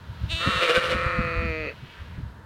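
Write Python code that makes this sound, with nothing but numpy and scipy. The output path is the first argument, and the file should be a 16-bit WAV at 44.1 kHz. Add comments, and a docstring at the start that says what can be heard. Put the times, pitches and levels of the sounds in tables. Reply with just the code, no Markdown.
"""A sheep close by gives one long bleat in a sleety hillside field.
Pulses from its vocal folds ring through its throat and mouth. The bleat opens on a thin squeal,
breaks into a rasp that quavers in hard surges, then clears to a buzzing note that sags and ends
in a croak. Other sheep answer far off. Wind buffets the microphone, and sleet hisses on the grass."""
import sys
import numpy as np
from scipy import signal
from scipy.fft import rfft, irfft
from scipy.io import wavfile
from scipy.ndimage import uniform_filter1d

SR = 44100
rng = np.random.default_rng(int(sys.argv[2]) if len(sys.argv) > 2 else 0)


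def transcribe(u):
    """Save the signal u as a 16-bit wav file named by the first command-line argument.

    u: samples, shape (n,) or (channels, n), limited to [-1, 1]; the rate is SR.
    q: integer samples, one column per channel.
    """
    v = np.clip(np.atleast_2d(u).T, -1, 1)
    q = np.round(v * 32767).astype(np.int16)
    wavfile.write(sys.argv[1], SR, q)


N = 108045
T = np.arange(N) / SR

# The sagging pitch of the main voice: time_s, pitch_hz
VOICE_PITCH = [(.655, 171.5), (.675, 161), (.72, 162), (.755, 170), (1.052, 171.2), (1.212, 168.8),
               (1.31, 165.5), (1.448, 165.3), (1.534, 158), (1.602, 157.1), (1.652, 149.6), (1.675, 141),
               (1.7, 122)]
# The hard pushes that make the bleat quaver: time_s, lift_db, boom_level_db
SURGES = [(0.635, 9, -31), (0.7, 10, -22.5), (0.762, 7, -17), (0.847, 3.5, -29.5), (0.92, 7.5, -45)]


def from_db(db):
    """Turn decibels into a number to multiply a sound by."""
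    return 10 ** (np.asarray(db) / 20)


def rms_one(x):
    """Scale a sound so that its average level is one."""
    return x / np.sqrt(np.mean(x ** 2) + 1e-20)


def evened(x):
    """Hold the level steady over a few cycles."""
    return x / np.sqrt(uniform_filter1d(x ** 2, size=1100) + 1e-9)


def curve(rows):
    """Join a table's points with straight lines: its second column at every sample."""
    times, values, *_ = np.transpose(rows)
    return np.interp(T, times, values)


def fader(rows):
    """Volume from a table's last column, in decibels; silent before and after its times."""
    rows = np.array(rows)
    return from_db(np.interp(T, rows[:, 0], rows[:, -1], left=-200, right=-200))


def coloured(x, tone):
    """Make some frequencies stronger and others weaker, as the table says; the level comes out at one."""
    size = 8192
    hz, db = np.transpose(tone)
    grid_hz = np.maximum(np.arange(size // 2 + 1) * SR / size, 1)
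    gains = from_db(np.interp(np.log(grid_hz), np.log(hz), db))
    # Build a filter that rings after each pulse, never before it (minimum phase).
    cepstrum = irfft(np.log(gains))
    cepstrum[1:size // 2] *= 2
    cepstrum[size // 2 + 1:] = 0
    ring = irfft(np.exp(rfft(cepstrum)))
    return rms_one(signal.fftconvolve(x, ring)[:N])


def wind():
    """Swirls of air hit the microphone as short, low thumps over a rumble."""
    # How loud the rumble is: time_s, level_db
    rumble_level = [(0, -43), (.57, -40.5), (.63, -56), (.76, -51), (.86, -37), (1.45, -36), (1.93, -51.5),
                    (2.1, -42), (2.45, -42.5)]
    # The rumble's deep tone: frequency_hz, gain_db
    rumble_tone = [(20, -58), (45, -15), (70, 2), (110, -6.5), (180, -9), (300, -28.5), (1500, -81)]
    # Thumps of wind: peak_s, level_db, half_length_s, top_hz
    thumps = [(0.112, -32.5, 0.014, 114), (0.248, -25, 0.019, 153), (0.336, -29, 0.022, 123),
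              (0.482, -19.5, 0.01, 230), (0.567, -29, 0.011, 141), (0.781, -25, 0.0041, 181),
              (0.948, -27, 0.013, 228), (1.067, -19, 0.0051, 147), (1.197, -20, 0.01, 202),
              (1.257, -32, 0.023, 184), (1.391, -21.5, 0.012, 96), (1.445, -30.5, 0.034, 222),
              (1.498, -30.5, 0.014, 148), (1.61, -35, 0.017, 108), (1.836, -35.5, 0.01, 216.6),
              (2.008, -36.5, 0.013, 90.4), (2.191, -30.5, 0.011, 190), (2.246, -29.5, 0.016, 109)]
    bottom_hz = 49.7
    out = from_db(curve(rumble_level)) * coloured(rng.standard_normal(N), rumble_tone)
    for peak_s, level_db, half_length_s, top_hz in thumps:
        swell = np.exp(-((T - peak_s) / half_length_s) ** 2 / 2)
        band = signal.butter(3, [bottom_hz, top_hz], "band", fs=SR, output="sos")
        swirl = swell * signal.sosfilt(band, rng.standard_normal(N))
        out += from_db(level_db) * swirl * np.linalg.norm(swell) / np.linalg.norm(swirl)
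    return out


def sleet():
    """Sleet lands on the grass as a fine hiss."""
    # How loud the sleet is: time_s, level_db
    level = [(0, -55.5), (.25, -47.5), (1.5, -48.5), (1.8, -52.5), (2.15, -53.5), (2.45, -63.5)]
    # The tone of the hiss: frequency_hz, gain_db
    tone = [(200, 4), (600, -13), (1500, -1), (2200, -5.5), (3100, -4), (4200, -7.5), (5000, -14),
            (8000, -30), (16000, -29)]
    return from_db(curve(level)) * coloured(rng.standard_normal(N), tone)


def field_rush():
    """Far-off wind rushes steadily over the open field."""
    # The tone of the rush: frequency_hz, gain_db
    tone = [(100, 0.5), (600, 4), (820, -3.5), (940, 10), (1060, 1.5), (1700, 3.5), (2300, -16),
            (16000, -30)]
    return from_db(-52) * coloured(rng.standard_normal(N), tone)


def vocal_folds(pitch_hz, jitter, shimmer_db, air):
    """One pulse and puff of air a cycle, uneven in timing (jitter, in cycles) and strength (shimmer)."""
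    phase = np.cumsum(pitch_hz) / SR
    chance = rng.standard_normal((1200, 2))
    cycles = np.arange(1, int(phase[-1]))
    slip = np.interp(cycles, phase, jitter * np.ones(N)) * chance[cycles, 0]
    position = np.interp(cycles + slip, phase, np.arange(N))
    strength = from_db(shimmer_db * chance[cycles, 1])
    pulses = np.zeros(N)
    for step in range(-5, 7):  # a pulse falls between samples, so spread it over its neighbours
        sample = position.astype(int) + step
        gap = sample - position
        np.add.at(pulses, np.clip(sample, 0, N - 1), strength * np.sinc(gap) * np.sinc(gap / 6))
    puff_sharpness = 0.14
    puffs = rng.standard_normal(N) * np.exp(puff_sharpness * np.cos(2 * np.pi * phase))
    air = np.clip(air, 0, 1)
    return np.sqrt(1 - air ** 2) * rms_one(pulses) + air * rms_one(puffs)


def squeal():
    """Clean, high pulses ring in the throat as the thin squeal that opens the bleat."""
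    # The squeal's rising pitch: time_s, pitch_hz
    pitch = [(.29, 292), (.316, 331), (.328, 337), (.339, 324), (.353, 323), (.37, 335), (.386, 330),
             (.456, 340), (.496, 338), (.542, 346), (.566, 336), (.59, 340), (.632, 335), (.7, 350),
             (.76, 362)]
    # How loud the squeal is: time_s, level_db
    level = [(.28, -58), (.302, -33), (.322, -28), (.345, -30.5), (.55, -30), (.67, -30.5), (.8, -45)]
    # The throat's high ringing: frequency_hz, gain_db
    tone = [(330, -11), (660, -7.5), (850, -14.5), (2300, -8), (2680, 5.5), (3300, -2.5), (3700, 4.5),
            (4500, -9.5), (5050, -21.5), (6800, -20.5), (9300, -23), (10500, -47), (13000, -32),
            (16000, -45)]
    pulses = vocal_folds(curve(pitch), jitter=.0018, shimmer_db=.7, air=.1)
    return fader(level) * coloured(pulses, tone)


def rasp():
    """A second, ragged vibration, mostly a little above the main voice, beats against it."""
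    # The course of the rasp: time_s, pitch_hz, level_db
    course = [(.36, 152, -56), (.405, 165.3, -35), (.45, 180.2, -26.5), (.52, 186, -27),
              (.76, 187.8, -29.5), (.9, 186.4, -31), (1.08, 180.9, -27.5), (1.25, 176.3, -32.5),
              (1.4, 172, -35.5), (1.5, 163.8, -43)]
    # How uneven the pulse timing is: time_s, jitter_cycles
    jitter = [(.42, .012), (.5, .03), (1.05, .02), (1.4, .012)]
    # The tone of the open mouth: frequency_hz, gain_db
    tone = [(200, -45), (400, -11), (550, 1), (720, -17), (870, -10), (1130, 7.5), (1340, 13.5), (1600, -2),
            (1830, 9), (2150, -8), (2700, -38), (3500, -27), (3980, -11), (4900, -38), (8500, -34),
            (15000, -78)]
    wander = rms_one(uniform_filter1d(rng.standard_normal(N), size=700))
    pitch_hz = curve(course) * (1 + .012 * wander)
    pulses = vocal_folds(pitch_hz, curve(jitter), shimmer_db=2.0, air=.22)
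    return fader(course) * evened(coloured(pulses, tone))


def roar(surge_db):
    """At full effort, rushing air mixes with harsh, uneven pulses and swells with each surge."""
    # How loud the roar is before the surges lift it: time_s, level_db
    level = [(.4, -37.5), (.48, -32), (.63, -32), (.78, -27.5), (.81, -30), (.93, -32), (.98, -35.5),
             (1.3, -51.5)]
    # The roar's harsh tone: frequency_hz, gain_db
    tone = [(200, -26.5), (510, 4.5), (800, -16), (1500, -2), (1950, -9), (2380, -0.5), (2620, -7.5),
            (2850, 0), (3150, -7.5), (4100, -12), (4900, -19), (6500, -27.5), (9700, -29), (10800, -38),
            (16000, -44)]
    pulses = vocal_folds(curve(VOICE_PITCH), jitter=.03, shimmer_db=2.0, air=.8)
    return fader(level) * from_db(surge_db) * evened(coloured(pulses, tone))


def mouth(x):
    """The mouth rings at a high frequency that glides as the jaw moves."""
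    # Where the mouth rings: time_s, frequency_hz
    glide = [(1.05, 2440), (1.35, 2517), (1.54, 2450), (1.68, 2550)]
    centre_hz, width_hz = curve(glide), 161
    decay = np.exp(-np.pi * width_hz / SR)
    out, state = np.zeros(N), np.zeros(2)
    for block in np.array_split(np.arange(N), N // 128):
        feedback = [1, -2 * decay * np.cos(2 * np.pi * centre_hz[block[0]] / SR), decay * decay]
        out[block], state = signal.lfilter([1], feedback, x[block], zi=state)
    return out


def voice(surge_db):
    """The main note booms in the throat on each surge, clears as it sags, and ends in a croak."""
    # How loud the note is before the surges lift it: time_s, level_db
    level = [(.585, -53), (.625, -28.5), (.72, -36.5), (.85, -40), (1.0, -31), (1.48, -30), (1.64, -32),
             (1.69, -31), (1.73, -46)]
    # How uneven the pulse timing is: time_s, jitter_cycles
    unevenness = [(.8, .006), (.97, .0015), (1.63, .001), (1.675, .04)]
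    # The tone of the throat and half-closed mouth: frequency_hz, gain_db
    tone = [(160, -16), (312, -4), (340, -9), (450, 1), (510, 2), (640, -5), (780, -23), (1100, -22),
            (1300, -10.5), (1470, -21), (2030, -12), (2220, -21), (3400, -33), (4550, -13), (5000, -42),
            (6600, -26), (7500, -44), (15000, -54)]
    # The throat's lowest ringing: frequency_hz, gain_db
    boom_tone = [(340, -19.5), (500, 5.5), (680, -17.5), (1100, -48), (1400, -14), (1530, 3), (1700, -20),
                 (4000, -69)]
    surge_share, boom_lag_s, boom_width_s = 0.69, 0.0065, 0.0093
    jitter = curve(unevenness)
    pulses = vocal_folds(curve(VOICE_PITCH), jitter, shimmer_db=.4, air=16 * jitter)
    buzz = evened(mouth(coloured(pulses, tone)))
    note = fader(level) * from_db(surge_share * surge_db) * buzz
    boom_gain = sum(from_db(boom_db) * np.exp(-((T - time_s - boom_lag_s) / boom_width_s) ** 2 / 2)
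                    for time_s, _, boom_db in SURGES)
    return note + boom_gain * evened(coloured(pulses, boom_tone))


def hillside_echo(x):
    """The ground and the stone walls scatter a faint echo back."""
    level_db, fade_s = -21, .25
    tail = rng.standard_normal(SR // 2) * from_db(-60 * T[:SR // 2] / fade_s)
    return from_db(level_db) * signal.fftconvolve(x, tail / np.linalg.norm(tail))[:N]


def far_sheep():
    """Faint, quavering answers cross the field, each rising and falling in pitch."""
    # Distant bleats: peak_s, half_length_s, pitch_hz, mouth_hz, level_db
    answers = [(1.92, .11, 325, 2650, -52.5), (1.99, .045, 197, 1550, -51), (2.15, .05, 240, 1850, -55)]
    quaver_hz, quaver_db, pitch_arch = 13, 2, .05
    out = np.zeros(N)
    for peak_s, half_length_s, pitch_hz, mouth_hz, level_db in answers:
        swell = np.exp(-((T - peak_s) / half_length_s) ** 2 / 2)
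        quaver = np.cos(2 * np.pi * quaver_hz * (T - peak_s))
        arching_hz = pitch_hz * (1 + pitch_arch * (swell - 1))
        pulses = vocal_folds(arching_hz, jitter=.015, shimmer_db=2.0, air=.22)
        mouth_band = signal.butter(2, [mouth_hz / 1.25, mouth_hz * 1.25], "band", fs=SR, output="sos")
        call = rms_one(signal.sosfilt(mouth_band, pulses))
        out += from_db(level_db + quaver_db * quaver) * swell * call
    return out


def scene():
    """The close bleat, its echo and the far answers, in wind and sleet."""
    surge_width_s, chest_low_hz = 0.022, 166
    surge_db = sum(lift_db * np.exp(-((T - time_s) / surge_width_s) ** 2)
                   for time_s, lift_db, _ in SURGES)
    bleat = squeal() + voice(surge_db) + rasp() + roar(surge_db)
    bass_cut = signal.butter(2, chest_low_hz, "high", fs=SR, output="sos")
    bleat = signal.sosfilt(bass_cut, bleat)
    return (bleat + hillside_echo(bleat) + far_sheep() + wind() + sleet() + field_rush())[None]


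def record(dry):
    """Cut away the very highest treble."""
    cutoff_hz = 15900
    return signal.sosfilt(signal.ellip(10, .2, 80, cutoff_hz, fs=SR, output="sos"), dry)


dry = scene()
out = record(dry)
transcribe(out)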